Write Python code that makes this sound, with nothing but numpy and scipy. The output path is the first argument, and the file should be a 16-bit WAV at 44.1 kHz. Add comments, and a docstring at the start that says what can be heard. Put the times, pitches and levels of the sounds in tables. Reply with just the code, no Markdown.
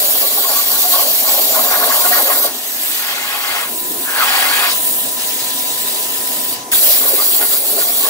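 """In a humming workshop, a plasma torch ends a cut in steel plate over a water table, travels and starts the next.
Its jet is shaped noise that hisses, harder under the arc; it stops for a moment before the arc strikes.
It whips the water into bubbles, crowds of short rising tones with the tray ringing along, and it howls and spits
as gliding bands of noise. One motor sings in overtones during the travel; another, holding, whines thinly."""
import sys
import numpy as np
from scipy import signal
from scipy.fft import rfft, irfft, next_fast_len
from scipy.io import wavfile
from scipy.ndimage import uniform_filter1d

SR = 44100
rng = np.random.default_rng(int(sys.argv[2]) if len(sys.argv) > 2 else 0)


def log_audio(samples):
    """Write samples as a 16-bit WAV file to the path given in sys.argv[1]."""
    # one column per channel
    frames = np.atleast_2d(samples).T
    # limit to full scale, then quantise
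    limited = np.clip(frames, -1, 1)
    pcm = np.round(limited * 32767).astype(np.int16)
    wavfile.write(sys.argv[1], SR, pcm)


N = 356769


def gain_of(db):
    """Decibels to an amplitude factor."""
    return np.exp(np.asarray(db) * np.log(10) / 20)


def evened(x):
    """Scales to rms 1."""
    return x / np.sqrt(np.mean(x ** 2) + 1e-20)


def read(points, hz):
    """A spectrum table at the given frequencies, interpolated over log frequency."""
    f, value = np.transpose(points)
    return np.interp(np.log(hz + 1), np.log(f + 1), value)


def play(tables, t, size=60):
    """Level factor and other columns of curve tables at times t; silent between the tables."""
    s, *columns = np.transpose(np.concatenate(tables))
    level_db, *rest = (np.interp(t, s, c) for c in columns)
    on = sum((t >= rows[0][0]) & (t <= rows[-1][0]) for rows in tables)
    level = uniform_filter1d(gain_of(level_db) * on, size=size)
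    return level, *rest


def wobble(per_s):
    """Slow chance of rms 1, up to about per_s turns a second."""
    smoother = signal.butter(2, min(per_s / 238.0, .99))
    coarse = signal.lfilter(*smoother, rng.standard_normal(N // 100 + 2))
    return np.interp(np.arange(N) / 100, np.arange(len(coarse)), evened(coarse))


def slowly(t):
    """Every hundredth value of t, for controls that change slowly."""
    return t[::100]


def humps(t, at, rise, fall, height):
    """Smooth swells that peak at the given times."""
    away = t[:, None] - at
    return (height * np.exp(-(away / np.where(away < 0, rise, fall)) ** 2)).sum(axis=1)


def ring(x, hz, width_hz):
    """A fixed resonance of gain 1 at its peak."""
    return signal.lfilter(*signal.iirpeak(hz, hz / width_hz, SR), x)


def between(span, t):
    """1 inside the span, 0 outside, with soft edges."""
    return np.clip(np.minimum(t - span[0], span[1] - t) / .02, 0, 1)


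# The arc is out in this span: start_s, end_s
ARC_OUT_SPAN = (2.47, 6.7)


def hiss(colours, control, lo_hz, hi_hz, patchy_db, usual_db, size):
    """Two unrelated noises from random short-time spectra; one colour with the arc lit, one with it out."""
    hop = size // 4
    frames, hz = N // hop + 5, np.fft.rfftfreq(size, 1 / SR)
    *parts, patches = rng.standard_normal((frames, len(hz), 5)).T
    patches = uniform_filter1d(patches, size=7, axis=0)
    patches = evened(uniform_filter1d(patches, size=12, axis=1))
    t = np.arange(frames) * hop / SR
    lit, out = (read(colour, hz)[:, None] for colour in colours)
    shape = gain_of(lit + (out - lit) * between(ARC_OUT_SPAN, t))
    # the level curve sets the band from lo_hz to hi_hz
    band = (hz > lo_hz) & (hz < hi_hz)
    shape = shape / np.sqrt(np.sum(shape[band] ** 2, axis=0) / len(hz))
    # the part below lo_hz tilts against that band
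    lower = np.clip(3 * np.log2(lo_hz / (hz[:, None] + 1)), 0, 1)
    tilt_db = control(t)[1] - usual_db
    z = np.array([parts[0] + 1j * parts[1], parts[2] + 1j * parts[3]])
    scale = np.std(signal.istft(z[0], nperseg=size)[1]) / np.sqrt(2)
    z *= shape * gain_of(patchy_db * patches + lower * tilt_db)
    noise = signal.istft(z, nperseg=size, noverlap=size - hop)[1][:, :N] / scale
    return control(np.arange(N) / SR)[0] * noise


def sliding(tables, width_hz):
    """Noise in a resonance that follows a pitch curve: a low-passed noise shifted up."""
    level, hz = play(tables, np.arange(N) / SR)
    a, b = signal.lfilter(*signal.butter(2, width_hz / SR), rng.standard_normal((2, 2, N)))
    carrier = np.exp(2j * np.pi * np.cumsum(hz) / SR)
    return level * evened(((a + 1j * b) * carrier).real)


# Colour of the workshop hum: pitch_hz, relative_density_db (per Hz)
SHOP_COLOUR = [(20, -19), (50, -22.5), (110, -12), (170, -9.5), (210, -6), (260, 5.5), (330, -2), (420, 2),
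               (530, -3.5), (620, 4), (800, -0.5), (1030, -2), (1110, -9), (2500, -13), (3400, -12.5),
               (6000, -8), (15800, -9)]
# Drifting level of the hum: time_s, level_db, rumble_db (against the level)
SHOP_COURSE = [(0.0, -38.5, -19.5), (2.4, -35.5, -18), (2.63, -40.5, -17.5), (3.5, -42.5, -13),
               (4.0, -38.5, -15.5), (6.6, -37.5, -13.5), (7.1, -38.5, -23), (8.09, -41.5, -14)]


def shop():
    """Fans and far machines: coloured noise heard at a drifting level."""
    hum = hiss((SHOP_COLOUR, SHOP_COLOUR), lambda t: play([SHOP_COURSE], t), 208, 564, 1.2,
               usual_db=-17.0, size=2048)
    return hum * gain_of(.7 * wobble(7.4))


# Fade of the holding motor: time_s, level_db
HOLDING_WHINE = [
    [(3.64, -53), (3.7, -37), (4.7, -36.5), (6.7, -36), (6.75, -47)],
]
WHINE_HZ, UNDERTONE_HZ, WHINE_WIDTH_HZ = 1001.5, 489.5, 8


def whine():
    """A motor holding its place: a thin tone with a faint undertone, blurred by narrow noise."""
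    t = np.arange(N) / SR
    tone = np.sin(2 * np.pi * WHINE_HZ * t) + .29 * np.sin(2 * np.pi * UNDERTONE_HZ * t)
    blur = evened(ring(rng.standard_normal((2, N)), WHINE_HZ, WHINE_WIDTH_HZ))
    # the frame buzzes just below the tone
    skirt = evened(ring(rng.standard_normal((2, N)), 963, 90))
    return play(HOLDING_WHINE, t)[0] * (evened(tone) + 0.12 * blur + 0.5 * skirt)


# Runs of the travel motor: start_s, end_s, pitch_hz, level_db, overtones_db (against the level)
TRAVEL_RUNS = [(2.97, 3.56, 829, -43, -12), (4.24, 4.7, 827.5, -42, 5.5)]
TRAVEL_WAVER_DB, TRAVEL_WAVER_HZ = 3.5, 4


def drive():
    """A running motor sings: a tone and two overtones that waver in pitch and level."""
    t, out = np.arange(N) / SR, 0
    for start, end, hz, db, overtones_db in TRAVEL_RUNS:
        turn = 2 * np.pi * np.cumsum(hz + TRAVEL_WAVER_HZ * wobble(8)) / SR
        for k, more_db in enumerate((0, overtones_db, overtones_db)):
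            level = gain_of(db + more_db + TRAVEL_WAVER_DB * wobble(8))
            out = out + np.sqrt(2) * between((start, end), t) * level * np.sin((k + 1) * turn)
    return out


# Water under the arc, one table a cut: time_s, level_db, pitch_spread_oct, pitch_shift_oct
GURGLE_COURSE = [
    [(0.0, -31, 0.48, -0.16), (0.35, -34, 0.58, 0.11), (0.75, -34, 0.42, 0.32), (1.2, -35.5, 0.43, 0.2),
     (1.5, -32.5, 0.4, -0.096), (1.66, -29.5, 0.58, 0.12), (1.8, -25, 0.58, 0.099),
     (2.05, -23.5, 0.51, 0.022), (2.3, -25, 0.74, 0.034), (2.36, -25.5, 0.44, 0.021),
     (2.47, -26, 0.77, .05), (2.6, -40, 1, .05)],
    [(6.72, -36.5, 0.97, -.2), (7.0, -34, 1.1, -.2), (7.25, -30, 1.15, -.1), (7.36, -35.5, 1.05, -.1),
     (7.7, -33, 0.79, -.3), (8.02, -32.5, 0.92, -.2), (8.09, -20.5, 0.94, -0.17)],
]
# The water gulps: peak_s, half_length_s, swell_db, pitch_shift_oct
WATER_GULPS = [(0.247, 0.023, 8.5, -0.76), (0.382, 0.02, 8, -0.45), (0.512, 0.1, 8.5, -0.14),
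               (0.58, 0.061, 0.5, 0.069), (0.762, 0.03, 2, 0.23), (0.852, 0.016, 5, -0.48),
               (0.97, 0.055, 10, -0.19), (1.063, 0.06, 6.5, -0.36), (1.345, 0.14, 8.5, -0.14),
               (1.572, 0.05, 12, -0.082), (1.738, 0.033, 9.5, -0.066), (1.834, 0.014, 7.5, -0.15),
               (1.914, 0.02, 2.5, 0.68), (1.993, 0.031, 2, -0.22), (2.063, 0.014, 6, -0.0091),
               (2.131, 0.015, 5.5, 0.64), (2.18, 0.025, 5, 0.087), (2.22, 0.029, 2, -0.46),
               (2.305, 0.019, 5, 0.14), (2.455, 0.012, 6, -1.5), (7.04, 0.045, 5, -.2),
               (7.195, 0.024, 2.5, 0.79), (7.425, 0.04, 10.5, 0.059), (7.544, 0.037, 2.5, 0.31),
               (7.735, 0.028, 2, -0.53), (7.803, 0.027, 5, 0.58), (7.888, 0.032, 0.5, 0.26)]
# Cooling air sweeps over open water: rise_db_per_s, start_s, end_s, level_db (at start_s),
# swell_db_per_s, pitch_oct (above 1 kHz), drift_oct_per_s
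AIR_SPLASHES = [(45, 3.064, 3.633, -23.5, 9, 0.43, -0.56), (112.5, 4.212, 4.67, -15, 1.5, 0.35, -0.18)]
SPLASH_FALL_DB_PER_S, SPLASH_SPREAD_OCT = 224, 0.81
# commonest bubble pitch above 1 kHz at the usual level; louder is higher
USUAL_DB, GURGLE_OCT, GURGLE_OCT_PER_DB = -30, -0.69, 0.045


def water():
    """Level, commonest pitch and spread of the bubbles: gurgle and gulps under the arc, splashes under air."""
    t = np.arange(0, N, 25) / SR
    at, half, swell_db, shift = np.transpose(WATER_GULPS)
    level, spread, lean = play(GURGLE_COURSE, t, size=3)
    level = level * gain_of(humps(t, at, half, half, swell_db))
    louder_db = 20 * np.log10(level + 1e-9) - USUAL_DB
    centre = GURGLE_OCT + lean + GURGLE_OCT_PER_DB * louder_db + humps(t, at, half, half, shift)
    for rise, start, end, db, swell, octave, drift in AIR_SPLASHES:
        into = np.clip(t, start, end) - start
        before, after = np.maximum(start - t, 0), np.maximum(t - end, 0)
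        splash = gain_of(db + swell * into - rise * before - SPLASH_FALL_DB_PER_S * after)
        # the louder of gurgle and splash sets the pitch
        centre = np.where(splash > level, octave + drift * into, centre)
        spread = np.where(splash > level, SPLASH_SPREAD_OCT, spread)
        level = np.maximum(level, splash)
    return [np.interp(np.arange(N) / SR, t, c) for c in (level, np.clip(centre, -2, 2), spread)]


# Plate and tray ring with these modes: pitch_hz, width_hz, level_db (before tray_db)
TRAY_MODES = [(270, 29, -13), (422, 28, 1), (580, 43, 1), (649, 14, 3.5), (713.6, 15, -0.5),
              (836, 16, -5.5), (1086, 38, -4.5), (1139, 27, 4.5), (1447, 65, 0), (1660, 130, -2.5),
              (1893, 39, 3.5), (2090, 17, 12), (2320, 21, 3), (2540, 150, 3), (3150, 310, 0.5),
              (4570, 520, 6.5)]
TRAY_WAVER_DB = 3  # how each mode comes and goes
SPRAY_HZ, SPRAY_WIDTH_HZ, SPRAY_DB = 3970, 2750, 6  # cold air tears fine spray off the water


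def bubbles(per_s, cycles, uneven_db, clumps_db, tray_db):
    """Short rising tones of random size, in two unrelated crowds; the tray rings along."""
    level, centre, spread = water()
    spread = np.clip(spread, .15, 3)
    size = next_fast_len(N + SR // 5)
    out, octaves = 0, np.linspace(-2, 2.6, num=24)
    strength_db = uneven_db * np.minimum(rng.exponential(1, (2, N)), 4)
    hits = (rng.random((2, N)) < per_s / SR) * gain_of(strength_db)
    kind = rng.integers(0, len(octaves), (2, N))
    away = (octaves[kind] - centre) / spread
    away = away * np.where(away < 0, 1.4, 1)  # large bubbles are weaker
    hits = hits * np.exp(-away ** 2 / 4) / np.sqrt(spread)
    for k, octave in enumerate(octaves):
        hz = 1000 * 2 ** octave
        turns = np.arange(int(4 * cycles * SR / hz)) * hz / SR
        tone = np.sin(2 * np.pi * turns * (1 + 0.0076 * turns))
        tone = tone * np.exp(-turns / cycles) * (1 - np.exp(-turns))
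        out = out + rfft(hits * (kind == k), size) * rfft(tone / np.linalg.norm(tone), size)
    out = irfft(out, size)[:, :N]
    tray = sum(gain_of(db + TRAY_WAVER_DB * wobble(6)) * ring(out, hz, width)
               for hz, width, db in TRAY_MODES)
    out = out + gain_of(tray_db) * tray
    cold = between(ARC_OUT_SPAN, np.arange(N) / SR)
    out = out + gain_of(SPRAY_DB) * cold * ring(out, SPRAY_HZ, SPRAY_WIDTH_HZ)
    return level * evened(out) * gain_of(clumps_db * wobble(18.0))


TRAY_DB, TRAY_COLD_DB = 2.5, -5  # tray ringing under the arc and under cold air


def froth():
    """The whipped water: cold air makes a finer, evener froth than the arc."""
    cold = between(ARC_OUT_SPAN, np.arange(N) / SR)
    return bubbles(3500, 7.9, uneven_db=4.0 - 3.05 * cold, clumps_db=1.5 - 2.0 * cold,
                   tray_db=TRAY_DB + (TRAY_COLD_DB - TRAY_DB) * cold)


# Single large bubbles burst under the plate: peak_s, pitch_hz, level_db, half_length_s
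LARGE_BUBBLES = [(0.245, 1130, -32.5, .02), (0.385, 813, -28.5, 0.013), (0.459, 1074, -30, .022),
                 (0.52, 840, -29, .018), (0.575, 1140, -27, .02), (0.764, 862, -30, .022),
                 (0.86, 718, -28, .018), (0.949, 1110, -30, .022), (1.0, 1155, -28, 0.011),
                 (1.28, 1076, -34, .022), (1.29, 842, -32, 0.023), (1.36, 832, -30, 0.016),
                 (7.2, 1200, -31, 0.014), (7.73, 423, -32.5, .03), (7.79, 670, -29, .015),
                 (7.89, 670, -31, .022)]
BLOOP_RISE_PER_S, BLOOP_ROUGH_DB = 1.0, 3.5


def bloops():
    """Each large bubble is one short, slightly rising and rough tone."""
    out, rough = np.zeros(N), gain_of(BLOOP_ROUGH_DB * wobble(60))
    for (s, hz, db, half), start in zip(LARGE_BUBBLES, rng.random(len(LARGE_BUBBLES))):
        at = np.arange(round((s - 3 * half) * SR), round((s + 3 * half) * SR))
        t = at / SR - s
        turns = start + hz * t * (1 + BLOOP_RISE_PER_S * t / 2)
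        out[at] += np.sqrt(2) * gain_of(db) * np.exp(-(t / half) ** 2) * np.sin(2 * np.pi * turns)
    return out * rough


# First table: the workshop hum swells near 340 Hz; the others are howls of the jet:
# time_s, level_db, pitch_hz
HUM_SWELL_AND_HOWLS = [
    [(3.66, -40, 327), (3.95, -33, 340), (4.05, -40, 355)],
    [(4.08, -45, 1000), (4.15, -30, 950), (4.3, -25, 840), (4.45, -25, 790), (4.55, -51, 800)],
    [(6.8, -36, 650), (6.83, -31, 620), (6.91, -31, 592), (6.94, -45, 606)],
    [(7.05, -42, 1050), (7.08, -29, 1090), (7.11, -30, 800), (7.142, -24, 430), (7.17, -38, 404)],
]
# A higher, broader howl of the jet: time_s, level_db, pitch_hz
HIGH_JET_HOWL = [(4.03, -44, 1620), (4.08, -24.5, 1585), (4.15, -28, 1523), (4.19, -18.5, 1520),
                 (4.23, -15, 1310), (4.26, -26, 1210), (4.29, -45, 1150)]


def hum_swell_and_howls():
    """A swell of the workshop hum, then howls of the jet: bands of noise that glide in pitch."""
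    return sliding(HUM_SWELL_AND_HOWLS, width_hz=150) + sliding([HIGH_JET_HOWL], width_hz=300)


# The arc strikes: time_s, level_db, pitch_hz
ARC_STRIKE = [(6.72, -36, 3400), (6.724, -18, 2700), (6.73, -22, 1700), (6.737, -23, 1250),
              (6.741, -40, 950)]


def strike():
    """The striking arc gives a very short band of noise that falls in pitch."""
    return sliding([ARC_STRIKE], width_hz=900)


# Spray as the air leaves the water, then as the arc pierces the plate: time_s, level_db, pitch_hz
SPRAY_SPITS = [
    [(4.6, -34, 4000), (4.69, -23, 4300), (4.72, -19.5, 4800), (4.75, -40, 4800)],
    [(6.84, -38, 5000), (6.915, -21, 5000), (6.96, -27, 4800), (6.99, -40, 4800)],
]


def spits():
    """The jet spits spray: short broad bursts of noise."""
    return sliding(SPRAY_SPITS, width_hz=2200)


# Course of the jet, one table before the gas valve shuts, one from the strike:
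# time_s, treble_level_db, lower_hiss_db (against the treble)
JET_COURSE = [
    [(0.0, -16.5, -10.5), (1.8, -16.5, -9), (2.15, -14, -10), (2.4, -16.5, -12.5), (2.46, -14, -10.5),
     (2.48, -25, -7), (2.53, -27, -3), (2.79, -22, -6.5), (2.9, -17.5, -9.5), (2.93, -21, -4.5),
     (3.16, -25.5, -2.5), (3.57, -24, -4.5), (3.7, -24, -9), (4.07, -22, -10.5), (4.29, -19.5, -5),
     (4.72, -19, -6), (4.94, -17.5, -11.5), (5.14, -22, -7), (5.2, -22, -4), (6.53, -21, -7.5),
     (6.6, -40.5, 7.5), (6.64, -50, 15)],
    [(6.7155, -26, -6), (6.717, -17, -9), (6.724, -12.5, -13), (6.93, -12, -12), (7.01, -15, -13.5),
     (7.38, -15, -14.5), (7.64, -18.5, -13.5), (8.09, -17, -11)],
]
# Jet colour under the arc: pitch_hz, relative_density_db (per Hz)
LIT_COLOUR = [(1470, -13.5), (2500, -10.5), (3010, -6.5), (3270, -5), (4490, -1.5), (5240, -7), (6260, -8),
              (6970, -6), (8860, -13), (11200, -4), (12200, -5), (13700, -3), (14900, -3), (15800, -3.5)]
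# Jet colour with the arc out: pitch_hz, relative_density_db (per Hz)
COLD_COLOUR = [(760, -49), (1300, -13.5), (1400, -16.5), (1520, -16), (1840, -8), (2220, -13.5),
               (2650, -8.5), (3030, -4.5), (3260, -8.5), (3620, -4), (5790, -9.5), (7930, -5.5), (9180, -8),
               (12800, -1.5), (14800, -5), (15800, 0)]
# The arc flares and the hiss swells: peak_s, swell_db
ARC_FLARES = [(0.03, 0.5), (0.21, 0.5), (0.6, 1), (0.74, 0), (0.81, 1.5), (0.94, 2), (1.16, 0), (1.33, 2),
              (1.4, 0.5), (7.36, 1), (7.53, 3), (7.72, 2), (7.82, 2.5), (7.95, -1.5), (8.03, 1.5)]
FLARE_RISE_S, FLARE_FALL_S, ARC_WANDER_DB = 0.047, 0.032, 0.75


def jet():
    """Turbulent gas hiss, coloured otherwise when the arc is out; it flutters as the arc wanders and flares."""
    colours = [(300, -45)] + LIT_COLOUR, [(300, -45)] + COLD_COLOUR
    at, swell_db = np.transpose(ARC_FLARES)
    s = slowly(np.arange(N) / SR)
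    wander_db = ARC_WANDER_DB * slowly(wobble(29)) * (1 - between(ARC_OUT_SPAN, s))
    flare_db = humps(s, at, FLARE_RISE_S, FLARE_FALL_S, swell_db) + wander_db

    def control(t):
        level, lower_db = play(JET_COURSE, t)
        return level * gain_of(np.interp(t, s, flare_db)), lower_db
    noise = hiss(colours, control, 8200, 14210, 2.22, usual_db=-4.5, size=512)
    return noise * gain_of(0.27 * wobble(14.0) + 0.65 * wobble(90))


# Likeness of left and right: pitch_hz, likeness (0 to 1)
SIDE_LIKENESS = [(40, .96), (125, .98), (300, .95), (600, .84), (1200, .8), (2500, .55), (6000, .35),
                 (12000, .48), (15500, .7)]
# Balance of the sides: pitch_hz, left_minus_right_db
SIDE_BALANCE = [(60, 0.3), (240, 0.4), (950, 0.7), (3770, 1.3), (9000, 0), (15000, 0.3)]


def ports(pair, lead_s=0, turn=((1, 0), (2, 0)), likeness=SIDE_LIKENESS):
    """Right gets partly the left's sound, lead_s later or turned in phase, and partly the pair's second."""
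    size = next_fast_len(N)
    hz, (a, b) = np.fft.rfftfreq(size, 1 / SR), rfft(pair, size)
    same = np.clip(read(likeness, hz), 0, 1)
    lean = gain_of(read(SIDE_BALANCE, hz) / 2)
    delay = np.exp(-2j * np.pi * hz * lead_s - 1j * read(turn, hz))
    right = same * a * delay + np.sqrt(1 - same ** 2) * b
    return irfft(np.array([a * lean, right / lean]), size)[:, :N]


def echoes(x, level_db, t60):
    """Near steel surfaces: scattered reflections, other ones at each side, weak in the bass."""
    t = np.arange(3000) / SR
    signs = rng.choice([-1., 1.], (2, len(t)))
    taps = signs * (rng.random((2, len(t))) < 1500 / SR) * gain_of(-60 * t / t60)
    taps = signal.lfilter(*signal.butter(2, 700 / (SR / 2), "high"), taps)
    reflected = signal.oaconvolve(x, taps / np.linalg.norm(taps[0]), axes=1)[:, :N]
    return x + gain_of(level_db) * reflected


# Phase by which left leads for sound from the torch: pitch_hz, lead_rad
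TORCH_PHASE = [(100, 0.04), (350, 0.3), (1030, 0.7), (1720, 1.2), (3100, 2.5), (4300, 2.4), (5800, -0.5),
               (7900, 0.2), (10000, 0.7), (11400, 3.1), (12750, 3.45), (14100, 4.7), (15500, 6.3)]
FAR_LEFT_LEAD_S = .000018  # the torch starts further left
MOVE_START_S, MOVE_END_S = 2.9, 4.2


def scene():
    """The torch and the water are to the left, the holding motor to the right."""
    t = np.arange(N) / SR
    left = jet() + froth() + bloops() + drive() + hum_swell_and_howls() + strike() + spits()
    moved = np.interp(t, (MOVE_START_S, MOVE_END_S), (0, 1))
    dry = ports(left * (1 - moved), FAR_LEFT_LEAD_S, TORCH_PHASE)
    dry = dry + ports(left * moved, turn=TORCH_PHASE) + ports(shop(), .00003)
    holding = ports(whine(), -0.00026, likeness=[(400, 1.0), (1000, 1.0)])
    return echoes(dry, level_db=-11, t60=0.14) + holding


EDGE_HZ = 15735


def record(dry):
    """Peaks clip, the deepest bass is cut, and a steep low-pass ends the band."""
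    clipped = np.clip(dry, -1, 1)
    lean_bass = signal.lfilter(*signal.butter(1, 30 / (SR / 2), "high"), clipped)
    low_pass = signal.firwin(2047, EDGE_HZ, window=("kaiser", 9), fs=SR)
    return signal.oaconvolve(lean_bass, low_pass[None], "same")


dry = scene()
out = record(dry)
log_audio(out)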